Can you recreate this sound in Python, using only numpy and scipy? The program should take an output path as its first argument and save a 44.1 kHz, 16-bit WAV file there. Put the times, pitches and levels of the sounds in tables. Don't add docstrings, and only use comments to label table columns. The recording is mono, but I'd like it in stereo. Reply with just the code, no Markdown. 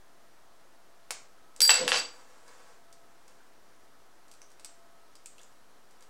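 import sys
import numpy as np
from scipy import signal
from scipy.fft import rfft, irfft
from scipy.io import wavfile
from scipy.ndimage import uniform_filter1d

SR = 44100
rng = np.random.default_rng(int(sys.argv[2]) if len(sys.argv) > 2 else 0)


def level_to_linear(level):
    exponent = np.asarray(level, float) / 20
    return 10 ** exponent


def log_audio(samples):
    frames = np.atleast_2d(samples).T
    limited = np.clip(frames, -1, 1)
    pcm = np.round(limited * 32767).astype(np.int16)
    wavfile.write(sys.argv[1], SR, pcm)


N = 268569


# (time [s], handle knock peak [dB], snap [dB], shaft ring [dB], handle ring [dB])
BOUNCES = [(1.605, -15.5, -7.5, -27.5, -70), (1.6175, -27, -11.5, -20, -59), (1.65, -24, -14, -24, -62),
           (1.677, -28, -24, -22.5, -64), (1.694, 3, -26, -17, -55), (1.7055, -2.5, -7, -20, -25.5),
           (1.737, -20, -37, -23.5, -36), (1.758, -27, -43, -26, -40), (1.8791, -4.5, -13.5, -40, -36),
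           (1.9188, 0, -36, -44, -38), (1.944, -7, -40.5, -37, -39), (1.965, -23, -40.5, -25, -37),
           (1.992, -46, -44.5, -28.5, -42)]
# (pitch [Hz], width [Hz], level [dB])
KNOCK = [(1940, 450, -3), (3010, 660, 4), (4300, 1300, -7.5), (890, 400, -25), (456.4, 178.9, -20.5)]
# (pitch [Hz], level [dB], t60 [s])
HANDLE = [(2695, 0, 0.2), (2740, -13.5, 0.36), (3850, -7.5, 0.17), (2355, -12.5, .15), (1441, -10, 0.28),
          (1171, -12.5, 0.21)]


def screwdriver():
    s, knock_db, snap_db, low_db, handle_db = np.transpose(BOUNCES)
    high_db = low_db + np.where(s < 1.72, 4.5, -4)
    rattle, shaken = chatter()
    steel = shaft(blows(s, low_db) + shaken, blows(s, high_db) + shaken)
    knocks = 0.36 * body(blows(s, knock_db), KNOCK)
    plastic = band(knocks + chime(blows(s, handle_db), HANDLE), 700, 6000)
    jolt = level_to_linear(-8.5) * band(blows(s, knock_db) + 1.5 * blows(s, snap_db), 15, 60, order=1)
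    return steel, jolt + sides(plastic + snaps(s, snap_db) + rattle, -1.7)


# (frequency [Hz], level [dB])
SNAP_COLOUR = [(880, -45), (1500, -9.5), (2120, -8), (2880, -20), (4830, 1), (10300, -15), (11300, -16),
               (15400, -26.5), (16000, -27)]


def snaps(times, levels_db):
    out = np.zeros(N)
    for start, db in zip(times, levels_db):
        snap = band(crack(SNAP_COLOUR, decay_s=.0018), 1500, 15500)
        out[round(start * SR):][:CONTACT] += level_to_linear(db) * snap
    return out


# (pitch [Hz], level [dB], t60 [s])
SKIPPING = [(4720, 0.5, 0.34), (4885, -5.5, .12), (5340, -1.5, 0.03), (7865, -3, 0.13), (8026, -4.5, 0.1),
            (11100, -5.5, .12), (11670, -13, .1), (14980, -12, .2)]
# (pitch [Hz], level [dB], t60 [s])
LYING = [(4673, -3, 0.23), (4710, -13, 0.17), (7770, -2.5, 0.093), (7820, -4.5, .13), (7867, -7.5, .1),
         (11140, -18, 0.18), (11240, -18.5, 0.17), (14666, -22.5, 0.16)]


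def shaft(low, high):
    lying = np.arange(N) > 1.67 * SR
    main, top = np.zeros(N), np.zeros(N)
    for modes, when in ((SKIPPING, ~lying), (LYING, lying)):
        for mode in modes:
            hz = mode[0]
            rung = chime((high if hz > 6500 else low) * when, [mode])
            if hz < 12000:
                main += rung
            else:
                top += rung
    steel = band(main, 3800, 11700, order=6) + band(top, 14300, 15300)
    flutter_db, flutter_s = 3.5, .006
    size = round(flutter_s * SR)
    waver = uniform_filter1d(uniform_filter1d(rng.standard_normal(N), size), size)
    steel = steel * level_to_linear(flutter_db * evened(waver))
    return np.array([steel, 0.61 * steel + .55 * np.roll(steel, 1)])


# (start [s], length [s], level [dB], brightness [0-1])
ROLL = [
    (1.605, 0.048, -29, .7),
    (1.688, .17, -22, 0.2),
    (1.872, 0.0294, -25, 0.59),
    (1.917, 0.072, -25, 0.05),
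]
# (frequency [Hz], level [dB])
CHATTER_COLOUR = [(290, -32), (500, -6), (1340, -5), (1900, -4.5), (2200, -4), (4370, -3), (5210, -2),
                  (11200, -18), (12500, -57.5), (16200, -87), (22000, -120)]


def chatter():
    grit = evened(taps_at_random(rate=2500, spread_db=3.5, most=3.5))
    bouts = np.array([grit * stroke(*row[:3], rise_s=.012, sag=112, release=430) for row in ROLL])
    bright = np.array([row[3] for row in ROLL])
    rattle = colour((1 - bright) @ bouts, CHATTER_COLOUR) + colour(bright @ bouts, TICK_COLOUR)
    shaft_share_db = -25.5 + 11 * bright
    shaken = .08 * level_to_linear(shaft_share_db) @ bouts
    return band(rattle, 400, 10800, order=6), shaken


# (start [s], length [s], level [dB], lowest mode share [dB])
RUMBLE = [
    (1.585, 0.14, -53, -34),
    (1.68, .08, -49, -30.5),
    (1.786, 0.054, -35.5, -12.5),
    (1.892, 0.072, -43.5, -38),
]
# (pitch [Hz], width [Hz], level [dB])
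DESK = [(420, 230, -2.5), (502, 50, 10), (640, 41, 1), (850, 59, -8)]


def desk():
    a, b = rng.standard_normal((2, N))
    top = evened(body(a, DESK))
    lowest = evened(ring(ring(b, 185, 13), 185, 13))
    boom = np.zeros(N)
    for start, length, db, lowest_db in RUMBLE:
        gain = stroke(start, length, db, rise_s=.02, sag=37, release=180)
        boom += gain * (top + level_to_linear(lowest_db) * lowest)
    return sides(band(boom, 160, 1200), -3.0)


# (time [s], tick peak [dB], ringing pitch [Hz], case knock against the tick [dB])
TICKS = [(1.107, -18, 8560, -6.5), (1.563, -37, 7800, -24), (2.4802, -44.5, 4900, -8),
         (2.9266, -43.5, 8230, -21), (3.2792, -47, 7330, -11), (4.2812, -51.5, 7000, -9.5),
         (4.3142, -40, 8420, -12.5), (4.338, -46, 4900, -9.5), (4.4173, -44, 5960, -0.5),
         (4.5022, -50, 5750, -12), (4.5164, -50, 5750, -6.5), (4.5965, -42, 4400, -5),
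         (4.6465, -29, 8050, -19.5), (5.154, -42, 4900, -15.5), (5.2588, -37, 8200, -22),
         (5.3815, -47.5, 4140, -16.5), (5.392, -49, 3130, -10.5), (5.4148, -45, 7030, -10),
         (5.4317, -46, 7000, -19), (5.526, -55.5, 6760, -9), (5.9092, -51, 7710, -5),
         (6.008, -49, 7000, -5.5), (6.0247, -46, 3940, -11.5)]
# (time [s], level, ring peaks 14.5 dB above [dB],
# pitch [Hz])
CLEAR_RINGS = [
    (5.2592, -61, 2480),
    (5.383, -63, 2800),
    (5.405, -69, 1660),
    (5.3965, -62, 3400),
    (3.405, -70, 1550),
    (5.2595, -47, 8100),
    (4.6465, -51, 7800),
    (4.4178, -57, 6000),
    (5.4335, -58, 7100),
]
# (frequency [Hz], level [dB])
TICK_COLOUR = [(1200, -23.5), (2200, -10.5), (3500, -8.5), (5000, -3.5), (8500, -3), (10500, -8.5),
               (12500, -15.5), (16000, -27.5)]
# (pitch [Hz], width [Hz], level [dB])
CASE = [(1450, 670, 6), (850, 420, -9.5), (2300, 500, 1.5), (463, 120, -13.5)]


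def ticks():
    out = np.zeros((2, N + CONTACT))
    impact = signal.unit_impulse(CONTACT)
    knock = band(body(impact, CASE), 400, 5000)
    contacts = [(*row, -6.5) for row in TICKS]
    contacts += [(*row, -30, 14.5) for row in CLEAR_RINGS]
    for s, db, hz, case_db, patch_db in contacts:
        patch = ring(ring(impact, hz, .2 * hz), hz, .2 * hz)
        sound = .8 * crack(TICK_COLOUR, decay_s=0.005)
        sound += level_to_linear(patch_db) * patch / abs(patch).max()
        sound += level_to_linear(case_db - 5.0) * knock
        lean_db = -4 if 1.3 < s < 3.6 else -.8
        out[:, round(s * SR):][:, :len(sound)] += sides(level_to_linear(db) * sound, lean_db)
    return out[:, :N]


# (start [s], length [s], level [dB])
RUSTLE = [
    (2.095, 0.11, -58),
    (2.255, 0.21, -63),
    (2.45, 0.26, -59.5),
    (3.079, 0.38, -71),
    (3.258, .04, -71.5),
    (5.36, 0.07, -70),
    (5.86, .12, -76),
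    (5.99, .04, -67),
]
# (frequency [Hz], level [dB])
RUSTLE_COLOUR = [(180, -44), (300, -21), (497, 2), (714, -8), (949, 0.5), (3620, -15.5), (7850, -12.5),
                 (13000, -27.5)]


def rustle():
    grit = evened(taps_at_random(rate=5000, spread_db=1.0))
    slides = sum(stroke(*row, rise_s=.03, sag=7.3, release=180) for row in RUSTLE)
    return sides(colour(grit, RUSTLE_COLOUR) * slides, -1.3)


# (delay [s], left gain [x], right gain [x])
ECHOES = [(.0012, 0.52, -.2), (.0031, -.2, .3), (.0065, 0.27, .1), (0.0119, .3, .35), (0.0138, -.15, .25)]
# (frequency [Hz], t60 [s])
ROOM = [(200, 0.33), (1000, 0.38), (4000, .32), (8000, 0.36), (11000, 0.067), (13000, 0.14)]


def room(x):
    size = SR // 2
    taps = np.zeros((2, size))
    at = np.arange(100, size - 20, 20) + rng.integers(0, 20, (2, (size - 101) // 20))
    np.put_along_axis(taps, at, rng.choice([-1., 1.], at.shape), 1)
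    taps += 0.2 * taps[::-1]
    hz, t, z = signal.stft(taps, SR, nperseg=256)
    tail = signal.istft(z * level_to_linear(-60 * t / read(ROOM, hz)[:, None]), SR, nperseg=256)[1]
    tail /= np.linalg.norm(tail[0])
    for delay_s, *gains in ECHOES:
        tail[:, round(delay_s * SR)] += gains
    return signal.fftconvolve(x, tail, axes=1)[:, :N]


# (frequency [Hz], level per Hz [dB])
AIR = [(25, -8), (60, -9.5), (125, -9), (200, -5), (270, -0.5), (420, 0), (650, 0.5), (1000, -2),
       (1600, -5.5), (2500, -13.5), (4000, -14.5), (6300, -16.5), (10000, -20), (15500, -26)]
# (frequency [Hz], likeness [-1 to 1])
SAME = [(60, 1), (180, -0.11), (550, -0.46), (1650, 0.0), (4970, 0.28), (15000, 0.17)]
# (frequency [Hz], left minus right [dB])
LEAN = [(60, 0.0), (240, -0.5), (950, -1.7), (3770, -0.88), (15000, -0.5)]
# (pitch [Hz], level [dB])
FAN = [(678.3, -73.5), (1287, -75.5), (5760, -86)]


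def air():
    frames, hz = N // 256 + 5, np.fft.rfftfreq(1024, 1 / SR)
    a, b, c, d, patches = rng.standard_normal((frames, 513, 5)).T
    patches = evened(uniform_filter1d(uniform_filter1d(patches, 10, 0), 14, 1))
    same = np.clip(read(SAME, hz), -1, 1)[:, None]
    left = a + 1j * b
    right = same * left + np.sqrt(1 - same ** 2) * (c + 1j * d)
    lean_db = np.array([.5, -.5])[:, None, None] * read(LEAN, hz)[:, None]
    z = np.array([left, right]) * level_to_linear(read(AIR, hz)[:, None] + 0.4 * patches + lean_db)
    hiss = level_to_linear(-58.5) * evened(signal.istft(z, nperseg=1024, noverlap=768)[1][:, :N])
    fan = sum(level_to_linear(db) * evened(ring(rng.standard_normal(N), f, 1.2)) for f, db in FAN)
    return hiss + fan


def evened(x):
    return x / np.sqrt(np.mean(x ** 2) + 1e-20)


def read(points, hz):
    f, value = np.transpose(points)
    return np.interp(np.log(hz + 1), np.log(f + 1), value)


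def colour(x, spectrum):
    hz = abs(np.fft.fftfreq(1024, 1 / SR))
    log_gain = np.log(level_to_linear(np.maximum(read(spectrum, hz), -70)))
    taps = np.fft.ifft(np.exp(np.conj(signal.hilbert(log_gain)))).real[:512]
    return signal.oaconvolve(x, taps / np.linalg.norm(taps))[:len(x)]


def band(x, low_hz, high_hz, order=4):
    sos = signal.butter(order, [low_hz, high_hz], "bandpass", fs=SR, output="sos")
    return signal.sosfilt(sos, x)


def ring(x, hz, width):
    pole = np.exp((2j * np.pi * hz - np.pi * width) / SR)
    return signal.lfilter([1], [1, -pole], x).imag


def body(x, resonances):
    return sum(level_to_linear(db) * ring(x, hz, width) for hz, width, db in resonances)


def chime(x, modes):
    end = round(2.6 * SR)
    t = np.arange(end) / SR
    rung = np.zeros(end)
    for hz, db, t60 in modes:
        energy = signal.lfilter([1], [1, -level_to_linear(-120 / t60 / SR)], x[:end] ** 2)
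        rung += level_to_linear(db) * np.sqrt(energy) * np.sin(2 * np.pi * hz * t)
    return np.pad(rung, (0, N - end))


def blows(times, db):
    x = np.zeros(N)
    x[np.round(np.asarray(times) * SR).astype(int)] = level_to_linear(db)
    return x


def taps_at_random(rate, spread_db, most=np.inf):
    struck = rng.random(N) < rate / SR
    strength = level_to_linear(spread_db * np.minimum(rng.exponential(1, N), most))
    return struck * strength * rng.choice([-1, 1], N)


CONTACT = 2000


def crack(colours, decay_s):
    fade = np.exp(-np.arange(CONTACT) / SR / decay_s)
    slips = rfft(rng.standard_normal(CONTACT) * fade)
    x = colour(irfft(slips / abs(slips)) * np.sqrt(fade), colours)
    return x / abs(x).max()


def stroke(start, length, db, rise_s, sag, release):
    t = np.arange(N) / SR - start
    fall_db = sag * np.clip(t, 0, length) + release * np.maximum(t - length, 0)
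    return np.clip(t / rise_s, 0, 1) * level_to_linear(db - fall_db)


def sides(x, lean_db):
    return x * level_to_linear(np.array([[.5], [-.5]]) * lean_db)


def scene():
    (steel, tool), table, tips, cloth = screwdriver(), desk(), ticks(), rustle()
    sent = level_to_linear(-7) * steel + level_to_linear(-5) * tool + level_to_linear(-3.0) * table + level_to_linear(-2.5) * tips + level_to_linear(-1.0) * cloth
    return steel + tool + table + tips + 0.49 * cloth + room(sent) + air()


def low_pass(x):
    return signal.sosfilt(signal.butter(12, 16530, fs=SR, output="sos"), x)


def record(dry):
    edge = signal.firwin(255, 16000, fs=SR)[None]
    mix = signal.oaconvolve(dry, edge, "same") - .0028
    return low_pass(mix)


dry = scene()
out = record(dry)
log_audio(out)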